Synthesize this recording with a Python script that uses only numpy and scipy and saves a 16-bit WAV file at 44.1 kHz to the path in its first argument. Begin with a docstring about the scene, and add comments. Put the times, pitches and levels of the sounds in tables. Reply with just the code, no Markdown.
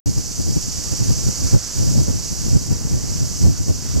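"""A summer road beside a wood. A far chorus of cicadas hisses in the trees on the right,
over faint open-air noise and the swish of a distant skater's wheels on asphalt.
A breeze buffets the microphone in short low puffs, nearly opposite in the two channels.
The strongest puffs overload the recorder, whose limiter ducks the chorus and lets it swell back."""
import sys
import numpy as np
from scipy import signal
from scipy.fft import rfft, irfft
from scipy.io import wavfile
from scipy.ndimage import uniform_filter1d

SR = 44100
rng = np.random.default_rng(int(sys.argv[2]) if len(sys.argv) > 2 else 0)


def generate_wav(sig):
    """Save sig (samples, or channels by samples) to the path in sys.argv[1] as 16-bit PCM at SR."""
    pcm = np.round(np.clip(np.atleast_2d(sig).T, -1, 1) * 32767).astype(np.int16)
    wavfile.write(sys.argv[1], SR, pcm)


N = 176400
TIME = np.arange(N) / SR
HZ = np.maximum(np.fft.rfftfreq(N, 1 / SR), 1)


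def from_db(db):
    """Decibels to gain."""
    return 10 ** (np.asarray(db) / 20)


def automation(rows):
    """A fader curve through (time, value) points, at every sample."""
    return np.interp(TIME, *np.transpose(rows))


def over_hz(rows):
    """One curve per column after the first, drawn over log frequency."""
    hz, *columns = np.transpose(rows)
    return [np.interp(np.log(HZ), np.log(hz), column) for column in columns]


def unit_rms(x):
    """Scale to rms 1."""
    return x / np.sqrt(np.mean(x ** 2) + 1e-20)


def drift(rate_hz):
    """A random wobble of rms 1, mostly slower than rate_hz."""
    return unit_rms(irfft(rfft(rng.standard_normal(N)) / (1 + (HZ / rate_hz) ** 2), N))


def swell(centre_s, length_s):
    """A bell-shaped rise and fall in power, halved at either end of its length."""
    return .5 ** ((2 * (TIME - centre_s) / length_s) ** 2)


def stereo_noise(colour_db, image):
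    """Coloured noise of rms 1, placed in stereo by balance, coherence and phase."""
    pan_db, coherence, lead_rad = over_hz(image)
    pan = from_db(pan_db)
    shared, own_left, own_right = rfft(rng.standard_normal((3, N)))
    common, apart = np.sqrt(coherence) * shared, np.sqrt(1 - coherence)
    left = (common + apart * own_left) * pan * np.exp(1j * lead_rad)
    right = common + apart * own_right
    return unit_rms(irfft(np.array([left, right]) * from_db(colour_db) / np.sqrt(1 + pan ** 2), N))


def evened(noise, window_s=.0196):
    """Hold the short-term level of a stereo noise near 1."""
    power = uniform_filter1d(np.mean(noise ** 2, axis=0), int(window_s * SR))
    return noise / np.sqrt(power + 1e-9)


# Fader of the open-air bed: time_s, level_db
AIR_FADER = [(0, -38.5), (.3, -38), (.8, -35.5), (1.5, -33), (2.3, -36), (3.2, -35.5), (4, -38.5)]
# Its dull tone: freq_hz, relative_db
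AIR_EQ = [(30, 17), (100, 16), (250, 9), (500, 4), (800, -1.5), (1300, -5), (2000, -7), (3000, -13),
          (6000, -78)]
# Stereo image of the air and the skater: freq_hz, left_over_right_db, coherence, left_lead_rad
DISTANT_IMAGE = [(100, -42, 0.39, -0.3), (800, -1.5, 0.58, -0.075), (2000, -4, 0.73, -0.095)]

def open_air():
    """A smooth, dull bed of noise from far away."""
    return from_db(automation(AIR_FADER)) * stereo_noise(over_hz(AIR_EQ)[0], DISTANT_IMAGE)


# Strokes of the skates: centre_s, length_s, peak_db
SKATE_STROKES = [(0.947, 0.26, -50), (1.685, 0.25, -43), (2.447, 0.058, -48.5), (3.185, 0.1, -50),
                 (3.557, 0.059, -45), (3.895, 0.13, -45.5)]
# Tone of wheels on asphalt: freq_hz, relative_db
WHEEL_EQ = [(400, -25), (900, 5), (1500, 8), (2200, 0.5), (3000, 1), (4500, 3), (8000, -27)]

def skater():
    """A distant skater's wheels swish faintly on the asphalt with each stroke."""
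    power = sum(from_db(db) ** 2 * swell(centre_s, length_s) for centre_s, length_s, db in SKATE_STROKES)
    return np.sqrt(power) * stereo_noise(over_hz(WHEEL_EQ)[0], DISTANT_IMAGE)


# Rise and fall of the chorus: time_s, level_db
CICADA_FADER = [(0, -32), (.3, -29.5), (.6, -28.5), (1.0, -27), (1.45, -27), (1.62, -25), (1.85, -24.5),
                (2.15, -29.5), (2.45, -28), (2.8, -32), (3.1, -30), (3.4, -29), (3.7, -30), (4, -31)]
# Its band of hiss: freq_hz, relative_db
CICADA_EQ = [(2000, -32), (2600, -21), (3100, -19.3), (3450, -22.3), (4000, -17.2), (4600, -8.4),
             (5300, -4.4), (5850, -.4), (6500, -1.9), (7200, -4), (8000, -8.2), (8600, -13.5),
             (9300, -17.5), (10000, -19.3), (11200, -17.3), (13000, -21.3), (15000, -24), (16000, -42)]
# Shrill pitches poking out of the hiss: pitch_hz, width_hz, boost_db
SHRILL_PEAKS = [(4435, 60, 4.5), (4605, 60, 4), (4750, 70, 2.8), (5000, 65, 4), (5405, 70, 4),
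                (5790, 100, 1.2)]
# The chorus sits to the right: freq_hz, left_over_right_db, coherence, left_lead_rad
CICADA_IMAGE = [(2500, -6.5, .6, -.4), (3500, -7, .52, -.3), (4600, -6, .77, -.5), (6000, -5.3, .87, -.5),
                (7200, -2.7, .8, -.55), (8000, .7, .48, -.9), (8600, 1, .65, -2.7), (9200, -1.5, .7, -2.9),
                (10000, -7, .5, -2.5), (11200, -10.5, .45, -1.8), (15000, -6.5, .42, -1.5)]

def cicadas(flutter_db=.74, flutter_hz=42):
    """Many far insects merge into one fluttering hiss, with a few shrill pitches standing out."""
    shrill_db = sum(db / (1 + (2 * (HZ - hz) / width_hz) ** 2) for hz, width_hz, db in SHRILL_PEAKS)
    level_db = automation(CICADA_FADER) + flutter_db * drift(flutter_hz)
    return from_db(level_db) * stereo_noise(over_hz(CICADA_EQ)[0] + shrill_db, CICADA_IMAGE)


# Low end of the large eddies: freq_hz, relative_db
RUMBLE_EQ = [(15, -24.5), (35, -31), (70, 5), (120, 6.5), (200, -10.5), (300, -10.5), (450, -24.5),
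             (700, -51), (1500, -78.5)]
# Eddies of both sizes, out of phase: freq_hz, left_over_right_db, coherence, left_lead_rad
SWIRL_IMAGE = [(25.7, -4, 0.94, np.pi), (129, 0, 0.99, np.pi), (410, 1.5, 1, np.pi), (1180, 1, 0.71, np.pi)]

def wind_rumble(power):
    """Slow, large eddies swirl between the microphone's two ports."""
    return np.sqrt(power) * evened(stereo_noise(over_hz(RUMBLE_EQ)[0], SWIRL_IMAGE))


# Bassy body of the push: freq_hz, relative_db
PUSH_EQ = [(15, -32), (35, -1.5), (70, 2.5), (120, -0.5), (200, -5.5), (300, -12), (450, -21.5),
           (600, -24.5), (1000, -33), (2000, -45.5)]
# The push is in phase and leans left: freq_hz, left_over_right_db, coherence, left_lead_rad
IN_PHASE_IMAGE = [(30, 8.5, 0.74, 0), (1000, 1.5, 0.68, 0)]

def wind_push(power):
    """Air presses on both ports at once with a soft thump."""
    return np.sqrt(power) * evened(stereo_noise(over_hz(PUSH_EQ)[0], IN_PHASE_IMAGE))


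# Midrange of the small eddies: freq_hz, relative_db
RUFFLE_EQ = [(60, -35), (200, -50), (350, -3.5), (550, 9), (800, -18), (1200, -14.5), (2000, -28),
             (4000, -61)]

def wind_ruffle(power, spurt_db=6, spurt_hz=110):
    """Fast, small eddies come in spurts; harder air sheds more of them."""
    gust_db, ruffle_at_gust_db, growth_db_per_db = -4, -35, 1.01
    strength = (np.sqrt(power) / from_db(gust_db)) ** growth_db_per_db
    spurts = from_db(ruffle_at_gust_db + spurt_db * drift(spurt_hz))
    return spurts * strength * stereo_noise(over_hz(RUFFLE_EQ)[0], SWIRL_IMAGE)


# The breeze under the puffs: time_s, level_db
BREEZE_FADER = [(0, -28), (.3, -33), (.8, -33), (1.2, -24), (1.38, -32), (1.68, -37), (1.9, -23),
                (2.28, -30), (2.6, -25), (3.2, -26), (3.8, -28), (4, -26)]
# Puffs hitting the microphone: centre_s, length_s, peak_db, ruffle_send_db, push_send_db
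WIND_PUFFS = [(0.086, 0.031, -13, 4, -13.5), (0.184, 0.023, -13, -8, -13), (0.402, 0.022, -16, 9, -10.5),
              (0.495, 0.064, -16.5, 1, -13), (0.57, 0.013, -11, 5, -10), (0.93, 0.016, -16, -9, -9.5),
              (1.018, 0.02, -12.5, -18, -12), (1.103, 0.032, -11, 4, -11.5),
              (1.279, 0.023, -12.5, 1, -11.5), (1.451, 0.04, -15.5, 5, -10.5),
              (1.552, 0.028, -3.5, 12.5, -12.5), (1.81, 0.052, -12, 9.5, -11.5),
              (1.887, 0.041, -11.5, 6, -11.5), (1.988, 0.057, -10, 5, -9), (2.096, 0.031, -14.5, 15, -7),
              (2.152, .04, -20.5, -2, -22), (2.46, 0.025, -20, 4, -11), (2.531, 0.029, -11, 4, -17),
              (2.561, 0.019, -7, 7.5, -16.5), (2.719, 0.017, -11, 3, -8.5), (2.944, 0.043, -16, 6, -12),
              (3.093, 0.032, -27, 17, -15), (3.228, 0.025, -15, 7, -16), (3.469, 0.058, -6.5, -7, -11.5),
              (3.61, 0.016, -11, -4, -16), (3.7, 0.024, -9.5, 9, -12), (3.972, 0.027, -12.5, 3, -14.5)]

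def wind(wobble_db=3.5, wobble_hz=30, breeze_push_db=-8.5):
    """Puffs ride on an uneven breeze, and together they drive the rumble, push and ruffle."""
    breeze_power = from_db(automation(BREEZE_FADER) + wobble_db * drift(wobble_hz)) ** 2
    rumble_power = ruffle_power = breeze_power
    push_power = breeze_power * from_db(breeze_push_db) ** 2
    for centre_s, length_s, peak_db, ruffle_send_db, push_send_db in WIND_PUFFS:
        puff = from_db(peak_db) ** 2 * swell(centre_s, length_s)
        rumble_power = rumble_power + puff
        ruffle_power = ruffle_power + puff * from_db(ruffle_send_db) ** 2
        push_power = push_power + puff * from_db(push_send_db) ** 2
    return wind_rumble(rumble_power) + wind_push(push_power) + wind_ruffle(ruffle_power)


def scene():
    """Cicadas, open air and skater in the distance, with the wind right on the microphone."""
    return cicadas() + open_air() + skater() + wind()


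def record(dry):
    """After a beat of silence, a limiter ducks fast and recovers slowly; peaks clip, the top is cut."""
    threshold_db, duck_db_per_db = -8.5, .76
    detector_s, attack_s, release_db_per_s = .012, .016, 7
    start_s, cutoff_hz = .059, 15700
    power = uniform_filter1d(np.mean(dry ** 2, axis=0), int(detector_s * SR))
    level_db = 10 * np.log10(np.abs(power) + 1e-12)
    target_db = duck_db_per_db * np.maximum(level_db - threshold_db, 0)
    release_ramp_db = release_db_per_s * TIME
    held_db = np.maximum.accumulate(target_db + release_ramp_db) - release_ramp_db
    attack_pole = np.exp(-1 / (attack_s * SR))
    duck_db = signal.lfilter([1 - attack_pole], [1, -attack_pole], held_db)
    ducked = dry * from_db(-duck_db) * (TIME > start_s)
    soft_clipped = ducked / (1 + ducked ** 8) ** (1 / 8)
    return irfft(rfft(soft_clipped) / np.sqrt(1 + (HZ / cutoff_hz) ** 300), N)  # brick-wall low-pass


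dry = scene()
out = record(dry)
generate_wav(out)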